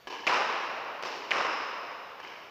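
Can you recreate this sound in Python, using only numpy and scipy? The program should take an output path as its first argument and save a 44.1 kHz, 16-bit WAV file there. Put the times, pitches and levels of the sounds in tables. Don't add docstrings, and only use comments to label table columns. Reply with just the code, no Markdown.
import sys
import numpy as np
from scipy import signal
from scipy.fft import rfft, irfft
from scipy.io import wavfile

SR = 44100
rng = np.random.default_rng(int(sys.argv[2]) if len(sys.argv) > 2 else 0)


def materialize(psi):
    bounded = np.clip(np.atleast_2d(psi).T, -1, 1)
    quanta = np.round(bounded * 32767).astype(np.int16)
    wavfile.write(sys.argv[1], SR, quanta)


N = 110250
T = np.arange(N) / SR


def undb(db):
    return 10 ** (np.asarray(db) / 20)


def unit(x):
    return x / np.sqrt(np.sum(x ** 2))


def curve(hz, points):
    f, values = np.array(points, float).T
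    return np.interp(np.log(np.maximum(hz, 1)), np.log(f), values)


def fade(t60):
    return np.exp(-np.log(1000) * T / t60)


def delay(x, s):
    return np.concatenate([np.zeros(max(int(s * SR), 0)), x])[:N]


def convolve(x, response):
    return signal.fftconvolve(x, response)[:N]


def colour(points, bass_db=0, treble_db=0, bass_hz=600, treble_hz=3950, size=2048):
    hz = np.arange(size // 2 + 1) * SR / size
    gain = undb(curve(hz, points))
    bass = 1 / (1 + (hz / bass_hz / np.sqrt(2)) ** 4)
    treble = 1 - 1 / (1 + (hz * np.sqrt(2) / treble_hz) ** 4)
    gain = gain / np.sqrt(np.mean(gain ** 2)) * undb(bass_db * bass + treble_db * treble)
    cepstrum = irfft(np.log(gain))
    cepstrum[1:size // 2] *= 2
    cepstrum[size // 2 + 1:] = 0
    return irfft(np.exp(rfft(cepstrum)))


def burst(fade_s):
    spectrum = rfft(rng.standard_normal(N) * fade(fade_s))
    even = irfft(spectrum / (np.abs(spectrum) + 1e-9), N)
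    return unit(even * fade(2 * fade_s))


def resonance(x, centre_hz, width_hz, attack_s=0.0014):
    hz = np.arange(N // 2 + 1) * SR / N
    band = irfft(rfft(x) * np.exp(-((hz - centre_hz) / width_hz) ** 2), N)
    return unit(band * (1 - np.exp(-T / attack_s)))


# f/Hz, time to drop 60 dB/s
COURT_DECAY = [(80, 0.67), (300, 2.77), (1000, 2.8), (2000, 2.63), (3500, 2.72), (5400, 1.94), (7700, 1.42),
               (11000, 1.12), (15500, 1.34)]

def court(build_s=0.022, unevenness=0.32, early_db=-11):
    steps = np.repeat(rng.standard_normal(N // 64 + 1), 64)[:N]
    strength = np.exp(unevenness * steps * fade(2))
    spectrum = rfft(rng.standard_normal(N) * strength)
    hz = np.arange(len(spectrum)) * SR / N
    centres = [f for f, _ in COURT_DECAY]
    tail = 0
    for weights, (_, t60) in zip(np.eye(len(centres)), COURT_DECAY):
        band = curve(hz, list(zip(centres, weights)))
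        tail += irfft(spectrum * band, N) * fade(t60)
    swell = 1 - np.exp(-T / build_s)
    return unit(tail * swell * (1 + undb(early_db) * fade(1.0)))


# f/Hz, level/dB
AIR_COLOUR = [(25, -24), (100, -6), (300, -4.5), (600, -1), (1200, -5.5), (2600, -8), (4000, -14),
              (6300, -19.5), (7800, -31), (9000, -39.5), (10500, -30), (13500, -24.5), (15500, -22)]

def ventilation(air_db=-57, ring_db=-67, ring_hz=4549):
    air = undb(air_db) * convolve(rng.standard_normal(N), colour(AIR_COLOUR))
    return air + undb(ring_db) * fade(1.9) * np.sin(2 * np.pi * ring_hz * T)


def hand_bump(peak_s=0.07, half_width_s=0.022, hz=49.7, db=-66):
    age = T - peak_s
    return undb(db) * np.exp(-(age / half_width_s) ** 2) * np.sin(2 * np.pi * hz * age)


# t/s, level/dB, direct sound/dB, bass/dB, treble/dB, string ring/dB,
# length of the direct sound/s, wait for the court's answer/s
STROKES = [(0.072, -3.5, 1.5, 1, -1, -2, 0.023, .025), (1.0246, -2, -1.5, 1.5, 2.5, -17, .004, 0.02),
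           (2.200, -14, -1.5, 2.5, -0.5, 0.5, 0.0083, .025)]
# f/Hz, level/dB, time to drop 60 dB/s
RACKET_NOTES = [(374, -11.5, 0.078), (804, -11, .035), (919, -3.5, 0.072), (1080, -7, .04),
                (1670, 2, 0.042), (2310, -7, 0.041), (3005, 0.5, 0.035), (5200, -17, .02)]
# f/Hz, level/dB
BLOW_COLOUR = [(50, -33.5), (150, -19), (400, 1), (650, -6), (1000, 5), (1350, -10.5), (2800, -3.5),
               (3400, -13), (4400, -12.5), (5400, -10.5), (7000, -26), (9000, -45), (11500, -42.5),
               (15500, -37)]
TICK_COLOUR = [(500, -20), (3000, -17), (6500, 1), (9000, -4), (13000, -8), (15500, -22)]

def racket():
    string_band = signal.butter(3, (290, 6000), "band", fs=SR, output="sos")
    notes = sum(undb(db) * fade(t60) * np.sin(2 * np.pi * hz * T) for hz, db, t60 in RACKET_NOTES)
    ring = unit(signal.sosfilt(string_band, notes))
    out = 0
    for s, db, direct_db, bass_db, treble_db, ring_db, length_s, wait_s in STROKES:
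        strings = undb(ring_db) * ring
        tick = undb(treble_db - 37.5) * convolve(burst(0.041), colour(TICK_COLOUR))
        blow = colour(BLOW_COLOUR, bass_db, treble_db)
        stroke = tick + undb(-6.5) * strings
        for source in (blow, undb(-3) * strings):
            direct = unit(burst(0.3) * np.exp(-(T / length_s) ** 8))
            smear = undb(-10) * burst(0.3)
            far = delay(court(build_s=0.0021), wait_s)
            path = undb(direct_db - 10.5) * (direct + smear) + far
            stroke = stroke + convolve(path, source)
        out += undb(db) * delay(stroke, s)
    return out


# t/s, level/dB, direct sound/dB, bass/dB, treble/dB,
# hollow note's f/Hz, hollow note's level/dB
SLAMS = [(0.2681, 11.5, -1, -1.5, -1, 930, -7.5), (1.3084, 9, -2, -1, -2, 1146, -5)]
# t/s after the hit, level/dB
ECHOES = [(.0245, -14), (.032, -26), (.057, -37), (.069, -20), (0.076, -14), (.083, -36), (.103, -16),
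          (.144, -24)]
# f/Hz, level/dB
CRACK_COLOUR = [(60, -33), (300, -1.5), (700, 4), (1600, 1.5), (2600, 4), (3500, -4), (5200, -8.5),
                (7000, -19), (9000, -44), (11000, -28.5), (15500, -54)]
BOOM_COLOUR = [(50, -32), (130, -20.5), (300, -10.5), (520, -2.5), (720, -3.5), (1080, 1), (1600, -4),
               (2200, -7.5), (2850, -6.5), (3300, -17), (3900, -15), (4450, -19), (5300, -14), (6500, -27),
               (7800, -37.5), (8900, -50), (11000, -45.5), (15500, -52)]

def front_wall():
    out = 0
    for s, db, direct_db, bass_db, treble_db, hollow_hz, hollow_db in SLAMS:
        snap = undb(-10.5) * (T == 0)
        contact = snap + burst(0.21)
        crack = undb(direct_db - 7) * convolve(contact, colour(CRACK_COLOUR, bass_db, treble_db))
        echoes = sum(undb(echo_db) * delay(burst(0.026), lag_s) for lag_s, echo_db in ECHOES)
        room = delay(court(), 0.004) + echoes
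        boom = convolve(room, colour(BOOM_COLOUR, bass_db, treble_db))
        hollow = undb(hollow_db) * delay(resonance(court(), hollow_hz, width_hz=290), 0.024)
        out += undb(db) * delay(crack + boom + hollow, s)
    return out


# t/s at the peak, level/dB, f/Hz, half-width/s
PINGS = [(.2757, -13.5, 2540, 0.0011), (.2795, -18, 2240, 0.0015), (1.3149, -13, 2330, 0.00033),
         (1.3166, -17, 2836, 0.0008), (1.3193, -11.5, 2060, 0.00069)]

def ball_pings(room_db=-7.5):
    pings = 0
    for s, db, hz, half_width_s in PINGS:
        age = T - s
        pings += undb(db) * np.exp(-(age / half_width_s) ** 2) * np.sin(2 * np.pi * hz * age)
    return pings + undb(room_db) * convolve(pings, court())


# t/s, level/dB, direct sound/dB, bass/dB, treble/dB
KNOCKS_AND_ECHO = [(.655, -2, -14, -6, -25), (.83, -7.5, -17, -2.5, -19), (1.0345, -6, 9, -1.5, 6.5),
                   (1.73, -7.5, -10, -2, -33.5), (2.202, -20.5, 5, 2, 11), (2.248, -20, 7, -1, -6),
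                   (2.274, -26.5, 8.5, 4, 19)]
# f/Hz, level/dB
FLOOR_COLOUR = [(60, -22), (150, -6.5), (300, -9), (500, 8.5), (1100, 5), (1600, 3.5), (2600, -5),
                (3500, -15), (5400, -12.5), (8800, -50), (15000, -51)]

def floor_knocks_and_echo():
    out = 0
    for s, db, direct_db, bass_db, treble_db in KNOCKS_AND_ECHO:
        path = undb(direct_db - 10) * burst(0.041) + court()
        sound = convolve(path, colour(FLOOR_COLOUR, bass_db, treble_db))
        out += undb(db) * delay(sound, s)
    return out


# t/s, level/dB, direct sound/dB, f/Hz, pitch spread/Hz
SQUEAKS_AND_RING = [(1.378, -14.5, -8, 5150, 450), (1.47, -11, -23, 5150, 308),
                    (2.201, -16.5, -4, 2964, 350), (2.248, -10.5, 1, 2250, 600), (2.274, -27, 1, 5150, 600)]

def squeaks_and_string_ring():
    out = 0
    for s, db, direct_db, hz, width_hz in SQUEAKS_AND_RING:
        path = undb(direct_db) * burst(0.028) + court()
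        out += undb(db) * delay(resonance(path, hz, width_hz), s)
    return out


def scene():
    rally = racket() + front_wall() + ball_pings() + floor_knocks_and_echo() + squeaks_and_string_ring()
    return (rally + hand_bump() + ventilation())[None]


def record(dry, top_hz=15200):
    return signal.sosfilt(signal.ellip(10, .2, 70, top_hz, fs=SR, output="sos"), dry)


dry = scene()
out = record(dry)
materialize(out)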